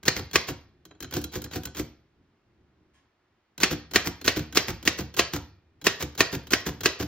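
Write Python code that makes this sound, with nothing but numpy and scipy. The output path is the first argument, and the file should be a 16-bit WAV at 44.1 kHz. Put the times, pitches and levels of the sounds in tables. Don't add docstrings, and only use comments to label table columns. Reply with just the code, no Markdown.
import sys
import numpy as np
from scipy import signal
from scipy.fft import rfft, irfft
from scipy.io import wavfile
from scipy.ndimage import uniform_filter1d

SR = 44100
rng = np.random.default_rng(int(sys.argv[2]) if len(sys.argv) > 2 else 0)


def store_wav(level_fs):
    pcm = np.round(np.clip(np.atleast_2d(level_fs), -1, 1) * 32767)
    wavfile.write(sys.argv[1], SR, pcm.T.astype(np.int16))


N = 311787

# frequency in Hz, relative level in dB.
BED_EQ = [(20, -18), (45, -10), (80, -1), (150, -7), (250, -9), (350, -7), (480, -19.5), (1100, -22.5),
          (1900, -25), (3200, -31), (5000, -36), (9000, -48), (15000, -52)]
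REVERB_EQ = [(60, -3.5), (300, -10.5), (600, 6), (1800, -0.5), (3200, 1), (4500, 0.5), (8000, -2.5),
             (14000, -4.5)]
SCUFF_EQ = [(400, -6), (1000, -2), (1800, 3), (3300, 0), (4200, -4), (6800, -4), (9000, -8), (15000, -20)]
CLICK_EQ = [(60, -4.5), (350, 6.5), (700, -0.5), (1550, 1), (3000, 1), (4500, -0.5), (6800, 1),
            (8200, -6.5), (10000, -7), (12500, -2.5), (14200, 0.5), (16000, -7)]
CLATTER_EQ = [(60, -8.5), (350, 10), (600, -1), (1000, 0), (1550, 2), (2100, 0.5), (3000, 0), (4500, 0),
              (6500, 1.5), (7700, -2), (10000, -17), (14000, 3), (16000, -9)]
RATTLE_EQ = [(60, -12), (350, 5), (800, -4), (1300, -0.5), (1900, 0.5), (2700, 4.5), (3500, 0.5),
             (4600, -3), (7000, -7.5), (10000, -19), (15000, -21.5)]
SMACK_EQ = [(40, -23), (200, -12), (480, -1.5), (650, -8), (850, -15), (1150, -5), (1450, -4.5), (1850, 1),
            (2550, -3.5), (3500, -5), (4400, -2.5), (6700, -4), (9000, -16), (15000, -15.5)]
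# time in seconds, relative level in dB.
HANDLING_LEVEL = [(2.0, -0.5), (2.8, -2), (3.1, -7.5), (3.5, -7.5), (5.6, -0.5)]
# frequency in Hz, seconds to die by 60 dB.
REVERB_T60 = [(80, 0.96), (300, 0.35), (1000, 0.4), (2500, 0.4), (5000, 0.41), (8000, 0.21), (15000, 0.056)]
# frequency in Hz, likeness 0 to 1.
DIRECT_LIKENESS = [(100, .98), (400, .98), (600, .76), (1100, .92), (1800, .96), (2700, .7), (4000, .62),
                   (5200, .6), (7000, .86), (8500, .98), (11000, .98), (13000, .66)]
ROOM_LIKENESS = [(100, .97), (350, .96), (650, .58), (1200, .7), (1800, .8), (2700, .3), (3800, .22),
                 (5200, .5), (7000, .72), (8500, .98), (11000, .98), (13000, .55)]
# frequency in Hz, lead of the left in radians.
LEFT_LEAD = [(60, 0), (400, -.25), (1100, 0), (1800, .15), (2700, .42), (3800, .65), (5200, 1.55),
             (7000, 2.3), (8500, 3), (11000, 3.25), (12500, 3.9), (15000, 4.2)]
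# frequency in Hz, left minus right in dB.
PORT_BALANCE = [(300, 0), (650, -2), (1100, -2), (1800, 0), (2700, -2), (5000, -1), (7000, 0)]

# pitch in Hz, relative level in dB, seconds to die by 60 dB.
BUMP_MODES = [(1066, -3, .12), (1680, -4, .06), (1787, 0, .12), (2261, -6, .08), (2430, -5, .05),
              (3198, -1, .07), (5044, -11, .08), (6665, -6, .08), (8200, -4, .08)]
SHIMMER_MODES = [(12500, -8, .2), (12950, -5, .3), (13190, -5, .39), (13370, -3.5, .35), (13570, -3.5, .3),
                 (13910, -1.5, .17), (14040, -1, .3), (14400, -2.5, .26), (14660, -1, .24),
                 (15170, 1.5, .12)]
LINKAGE_MODES = [(1520, 0, .05), (3200, -1, .05), (4050, -2, .07), (6750, -4, .04)]
DESK_MODES = [(64, -5, 0.22), (74.5, -2, 0.33), (97, -3, 0.24), (112, -5, .2), (127, -4.5, 0.22),
              (138, -6, 0.19), (157.6, -2.5, 0.2), (169, 1, 0.15)]
CASE_MODES = [(231, -9, 0.3), (293.9, 0.5, 0.19), (314.8, -0.5, .14), (361.7, -1.5, 0.16),
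              (447.3, -4.5, 0.095), (511, -9.5, 0.13), (696, -12, 0.06), (765.3, -11, 0.06),
              (1006.5, -12, 0.045), (1407, -10, 0.03), (1555, -8, 0.03)]
STEEL_MODES = [(377, 1.5, 0.33), (499, 1, .35), (702, -0.5, 0.22), (1138, -4.5, .3), (1280, -6.5, 0.23),
               (1640, -3, 0.2), (1850, 1, .24), (1940, -4.5, 0.18), (2290, -4, 0.22), (2680, -4.5, 0.16),
               (2915, -6.5, 0.16), (3910, -9, 0.2), (4620, -8, .22), (5349, -9.5, 0.25), (1842, -8, .9),
               (2428, -11, .9), (3500, -13, .8), (4225, -12, .8)]
PLATEN_MODES = [(516, -9, 0.01), (692.3, -9, 0.042), (1139.6, -6, 0.03), (1240, -9, 0.016),
                (1656, -4, 0.024), (1861, 1.5, 0.026), (1950, -5, .018), (2234, -2.5, .018)]
TYPE_GUIDE_MODES = [(2500, 1, 0.024), (2610, -2, .024)]
# multiple of its pitch, relative level in dB, seconds to die by 60 dB.
TYPEBAR_PARTIALS = [(1, -3, .028), (1.035, -9, .03), (1.58, -11, .025), (1, -24, .2)]

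# start in seconds, relative level in dB, relative treble in dB.
SPACE_TOUCHES = [(0.852, -48, 1.5), (0.909, -49, -35), (0.95, -59.5, -42)]
SPACE_BAR_CLICKS = [(1.004, -39.5, 5.5), (1.0251, -35, 3), (1.043, -39.5, -15), (1.109, -41, -1),
                    (1.124, -37, -9), (1.137, -32.5, 3), (1.148, -45, -5), (1.2128, -42.5, 16),
                    (1.2395, -34, 13), (1.32, -50, 1), (1.3371, -42, 1), (1.4169, -40.5, 7),
                    (1.44, -34.5, 8.5), (1.46, -45, -23), (1.511, -41.5, -10), (1.521, -48.5, 2),
                    (1.5329, -35.5, -6), (1.6326, -42, 6), (1.6524, -34, 11), (1.671, -41.5, -17),
                    (1.7472, -40, -5.5), (1.759, -44, -4), (1.769, -36.5, 2.5), (1.78, -39.5, 6)]
# arrival in seconds, force in dB.
SPACE_RETURNS = [(1.163, 2), (1.355, -.5), (1.556, -1), (1.791, -1)]
# bar's fall in seconds, its weight in dB, carriage's stop in seconds,
# its force in dB.
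LETTER_RETURNS = [(0.163, -4, 0.191, -2.5), (0.484, -3, 0.5, -3), (3.709, 6, 3.727, 0.5),
                  (4.059, -7, 4.0715, 4), (4.362, 6, 4.392, 0), (4.682, -1.5, 4.702, -1),
                  (4.985, -1, 5.006, -1.5), (5.334, 0.5, 5.361, 2), (6.006, -16, 6.022, 6.5),
                  (6.327, 2, 6.349, 0.5), (6.663, 3, 6.688, 0), (6.999, 2, 7.025, 1.5)]
# strike time in seconds, force in dB, rattle trim in dB, finger's head start in
# seconds, swing length in seconds, trims in dB for finger tap, swing, platen note and type guide note,
# bar's pitch in Hz, trims in dB for the bar's ring and the shimmer.
KEYSTROKES = [(0.0806, -1, -10.5, 0.051, 0.0275, 4, -3, -7, -10, 4230, 4, -4.5),
              (0.357, -1, -7, 0.046, 0.025, 0.5, 0, 2, -5, 4260, -1, -5),
              (3.633, 0, 6, 0.055, 0.032, 8, 0, -1, -2, 4350, 1, -3),
              (3.959, -0.5, 4, 0.048, 0.024, 7, 2, -1, -6, 4270, -1, -2.5),
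              (4.2783, -1.5, 3, 0.066, .035, 7, -2, 0, -2, 4170, 3, -3.5),
              (4.5715, 0, 3, 0.047, 0.024, 7, 3, 0, -10, 4400, -3, -2),
              (4.8759, -2, 0, 0.049, 0.024, 6.5, -2, -1, -6, 4250, -5, -7),
              (5.1928, -1, 4.5, .053, 0.027, 6.5, 1, -1, 0, 4700, -2, -5),
              (5.8678, -1, 4, .054, 0.026, 3, 0, -1, 2, 5380, -3, -3.5),
              (6.2059, -0.5, 2.5, 0.056, 0.029, 0.5, 1, 2, 3, 4220, -2, -4),
              (6.5341, -2, 1.5, 0.065, 0.029, 3.5, 1, -2, 0, 5900, -6, -2.5),
              (6.8582, -2, 2, 0.052, 0.025, 12, 0, -1, -1, 4250, -1, -3.5)]

BAR_FALL = (-32.5, -1.5, -32.5, -38)
CARRIAGE_STOP = (-33.5, -1, -37, -37.5)
SPACE_STOP = (-32.5, 3, -29, -36.5)
PADDED_REST = (.11, 0, .92, .5)
METAL_STOP = (1.3, .53, .76, .024)

FALL_DECAY_S, STOP_DECAY_S, SPACE_DECAY_S = .011, .006, .008
CRACK_DB, NOTE_DB, SHOVE_DB, RATTLE_DB, SWING_DB = -16.5, -16, -21, -24, -31
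SHIMMER_STRIKE_DB, SHIMMER_STOP_DB, SHIMMER_SPACE_DB = -41.5, -48.5, -51
DRIFT_S, LOWPASS_HZ = .4, 16100


def amp(db):
    return 10 ** (np.asarray(db) / 20)


def curve(points, hz):
    freqs, values = np.transpose(points)
    return np.interp(np.log(hz + 1), np.log(freqs), values)


def clock(seconds):
    return np.arange(int(seconds * SR)) / SR


def add(mix, start, sound):
    part = mix[:, max(round(start * SR), 0):][:, :sound.shape[1]]
    part += sound[:, :part.shape[1]]


def equalise(x, eq, treble_db=0, size=2048):
    hz = abs(np.fft.fftfreq(size, 1 / SR))
    gain = amp(curve(eq, hz) + treble_db * curve([(1500, 0), (9000, 1)], hz))
    midrange = (hz > 700) & (hz < 7000)
    gain /= np.sqrt(np.mean(gain ** 2 * midrange))
    taps = np.fft.ifft(np.exp(np.conj(signal.hilbert(np.log(gain))))).real
    return signal.fftconvolve(x, taps[None], axes=1)


def wobble(shape, hz):
    rolloff = np.exp(-(np.fft.rfftfreq(N, 1 / SR) / hz) ** 2)
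    drift = irfft(rfft(rng.standard_normal(shape)) * rolloff, N)
    return drift / drift.std()


def chatter(t, clump_db, size=40):
    grain = uniform_filter1d(rng.standard_normal(len(t)), size) * np.sqrt(size)
    clumps = amp(clump_db * np.clip(grain, -2, 2))
    return rng.standard_normal((2, len(t))) * clumps / np.sqrt(np.mean(clumps ** 2))


def mid_side(waves, side_phase):
    return np.array([waves.sum(0), (waves * np.exp(2j * np.pi * side_phase)).sum(0)]).imag


def ring(modes, build, vary_db, detune):
    t = clock(.6)
    hz, db, t60 = np.transpose(modes)[:, :, None]
    level, pitch, phase, side_phase = rng.standard_normal((4, len(modes), 1))
    cycles = hz * (1 + detune * pitch) * t
    envelope = amp(db + vary_db * level - 60 * t / t60) * (1 - np.exp(-(cycles / build) ** 2))
    waves = envelope * np.exp(2j * np.pi * (cycles + phase))
    return mid_side(waves, side_phase) / np.sqrt(np.sum(amp(db) ** 2) / 2)


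def ports(x, likeness):
    hz = np.fft.rfftfreq(2 * N, 1 / SR)
    alike = np.clip(curve(likeness, hz), 0, 1)
    mid, side = rfft(x, 2 * N) * np.sqrt([(1 + alike) / 2, (1 - alike) / 2])
    pan = amp(alike * curve(PORT_BALANCE, hz) / 2)
    tilt = pan * np.exp(.5j * curve(LEFT_LEAD, hz))
    return irfft(np.array([(mid + side) * tilt, (mid - side) / tilt]))[:, :N]


def noise_bed():
    hz = np.fft.rfftfreq(N, 1 / SR)
    spectrum = rfft(rng.standard_normal((2, N))) * amp(curve(BED_EQ, hz))
    lows = 1 / (1 + (hz / 450) ** 4)
    rumble_db = 2.2 * wobble(N, hz=6) + np.interp(np.arange(N) / SR, *np.transpose(HANDLING_LEVEL))
    bed = irfft(spectrum * lows, N) * amp(rumble_db) + irfft(spectrum * (1 - lows), N)
    return amp(-66) * bed / bed.std()


def reverb(x):
    hz, t, bands = signal.stft(rng.standard_normal((2, SR)), SR, nperseg=256)
    t60 = curve(REVERB_T60, hz)[:, None]
    bands *= amp(curve(REVERB_EQ, hz)[:, None] - 60 * t / t60)
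    bands /= np.sqrt(t60 * SR / np.log(1e6))
    fade_in = 1 - np.exp(-(clock(1) / .0054) ** 2)
    tail = signal.istft(bands, SR, nperseg=256)[1][:, :SR] * fade_in
    return signal.fftconvolve(x, tail, axes=1)[:, :N]


def drifting_reverb(x, count=3):
    position = np.arange(N) / SR / DRIFT_S
    sends = [np.maximum(1 - abs((position - k + 1) % count - 1), 0) for k in range(count)]
    return sum(reverb(x * np.sqrt(send)) for send in sends)


def far_bump(start=2.934, length_s=.09):
    out, t = np.zeros((2, N)), clock(length_s)
    scuff = chatter(t, clump_db=2) * (1 - np.exp(-t / .005)) * (1 - t / length_s)
    add(out, start, amp(-66) * equalise(scuff, SCUFF_EQ))
    add(out, start + .008, amp(-60) * ring(BUMP_MODES, build=3, vary_db=1, detune=.002))
    return amp(-6) * out + reverb(out)


def high_shimmer():
    out = np.zeros((2, N))
    onsets = [(up, SHIMMER_SPACE_DB + force_db) for up, force_db in SPACE_RETURNS]
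    for (strike, *_, trim_db), (_, _, stop, _) in zip(KEYSTROKES, LETTER_RETURNS):
        onsets += [(strike, SHIMMER_STRIKE_DB + trim_db), (stop, SHIMMER_STOP_DB + trim_db)]
    for start, db in onsets:
        add(out, start, amp(db - 2) * ring(SHIMMER_MODES, build=30, vary_db=5, detune=.012))
    return out * (1 + wobble((2, N), hz=60)) / np.sqrt(2)


def carriage_rattle():
    out = np.zeros((2, N))
    steps = [(up, .08, force_db - 41) for up, force_db in SPACE_RETURNS]
    steps += [((fall + stop) / 2, .05, -39) for fall, _, stop, _ in LETTER_RETURNS]
    for middle, length_s, db in steps:
        t = clock(length_s)
        slide = chatter(t, clump_db=3.5) * np.sin(np.pi * t / length_s)
        add(out, middle - length_s / 2, amp(db) * equalise(slide, CLATTER_EQ, treble_db=-2))
    return out


def lever_ticks():
    out, t = np.zeros((2, N)), clock(.05)
    keys, lifts, trips = [], [], []
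    for strike, _, _, lead_s, swing_s, tap_db, *_ in KEYSTROKES:
        keys.append((strike - lead_s, tap_db - 46.5, -1.5))
        lifts.append((strike - swing_s, -34, 2))
        trips.append((strike - .0064, -35, -1.5))
    for start, db, treble_db in keys + lifts + trips + SPACE_BAR_CLICKS + SPACE_TOUCHES:
        tick = chatter(t, clump_db=3.5) * np.exp(-t / .005) * (1 - np.exp(-t / .002))
        add(out, start, amp(db + 5.5) * equalise(tick, CLICK_EQ, treble_db + 1.5))
        add(out, start, amp(db - 2) * ring(LINKAGE_MODES, build=6, vary_db=3, detune=.04))
        add(out, start + .006, amp(db - 4) * ring(CASE_MODES, build=1, vary_db=-1.5, detune=.073))
        add(out, start + .005, amp(db - 5.5) * ring(DESK_MODES, build=.7, vary_db=3.5, detune=.023))
    return out


def return_knocks():
    out, t = np.zeros((2, N)), clock(.12)
    hits = []
    for fall, fall_db, stop, stop_db in LETTER_RETURNS:
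        hits.append((fall, FALL_DECAY_S, BAR_FALL, PADDED_REST, fall_db))
        hits.append((stop, STOP_DECAY_S, CARRIAGE_STOP, METAL_STOP, stop_db))
    hits += [(up, SPACE_DECAY_S, SPACE_STOP, METAL_STOP, force_db) for up, force_db in SPACE_RETURNS]
    for start, decay_s, average, response, force_db in hits:
        clatter_db, treble_db, case_db, desk_db = np.add(average, np.multiply(response, force_db))
        clatter = chatter(t, clump_db=4.5) * np.exp(-t / decay_s) * (1 - np.exp(-t / .0015))
        add(out, start, amp(clatter_db + 5) * equalise(clatter, CLATTER_EQ, treble_db - 3.5))
        add(out, start + .003, amp(case_db + 4) * ring(CASE_MODES, build=1.1, vary_db=.5, detune=.02))
        add(out, start, amp(desk_db + 8) * ring(DESK_MODES, build=1, vary_db=.5, detune=.071))
    return out


def strike_note(platen_db, guide_db, bar_hz, bar_db):
    t = clock(.2)
    modes = np.vstack([np.add(PLATEN_MODES, (0, platen_db, 0)),
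                       np.add(TYPE_GUIDE_MODES, (0, guide_db, 0)),
                       np.multiply(TYPEBAR_PARTIALS, (bar_hz, 1, 1)) + (0, bar_db, 0)])
    hz, db, t60 = modes.T[:, :, None]
    level, pitch, side_phase = rng.standard_normal((3, len(modes), 1))
    envelope = amp(db + 1.5 * level - 60 * t / t60) * (1 - np.exp(-t / .00022))
    waves = envelope * np.exp(2j * np.pi * hz * (1 + .01 * pitch) * t)
    return mid_side(waves, side_phase)


def typebar_strikes(tone_db=0):
    out, t = np.zeros((2, N)), clock(.08)
    push = (t / .002) ** 2 * np.exp(2 - 2 * t / .0019)
    shove = push * np.sin(2 * np.pi * 355 * t) * [[1], [0]]
    for strike, force_db, rattle_db, _, swing_s, _, swing_db, *note, _ in KEYSTROKES:
        swing_t = clock(swing_s)
        swing = chatter(swing_t, clump_db=4) * (1 - np.exp(-swing_t / .009))
        add(out, strike - swing_s, amp(SWING_DB + swing_db) * equalise(swing, CLATTER_EQ))
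        crack = chatter(t, clump_db=.5) * np.exp(-t / .006) * (1 - np.exp(-t / .00048))
        add(out, strike - .0003, amp(CRACK_DB + force_db + 8) * equalise(crack, SMACK_EQ))
        add(out, strike, amp(NOTE_DB + force_db + tone_db + 2.5) * strike_note(*note))
        add(out, strike + .0016, amp(SHOVE_DB + force_db + 10.5) * shove)
        rattle = chatter(t, clump_db=.5) * np.exp(-t / .013) * (1 - np.exp(-t / .0018))
        add(out, strike + .004, amp(RATTLE_DB + rattle_db) * equalise(rattle, RATTLE_EQ))
        steel = amp(tone_db - 41) * ring(STEEL_MODES, build=2, vary_db=2, detune=.008)
        case = amp(SHOVE_DB - 15.5) * ring(CASE_MODES, build=.85, vary_db=1.5, detune=.055)
        desk = amp(SHOVE_DB - 12) * ring(DESK_MODES, build=.72, vary_db=2.5, detune=.03)
        add(out, strike, amp(force_db) * (steel + case + desk))
    return out


def scene():
    strikes, ticks = typebar_strikes(), lever_ticks()
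    details = return_knocks() + carriage_rattle() + high_shimmer()
    wet = drifting_reverb(details + amp(-1) * ticks + amp(-6) * strikes)
    sideways = typebar_strikes(tone_db=-9)
    wet += drifting_reverb(amp(-1.5) * sideways)
    ambience = amp(-8) * wet + far_bump() + noise_bed()
    return ports(strikes + ticks + details, DIRECT_LIKENESS) + ports(ambience, ROOM_LIKENESS)


def record(dry):
    rounded = dry / (1 + (dry / .95) ** 6) ** (1 / 6)
    lowpass = signal.firwin(511, LOWPASS_HZ, window=("kaiser", 9), fs=SR)
    return signal.oaconvolve(rounded, lowpass[None], "same")


dry = scene()
out = record(dry)
store_wav(out)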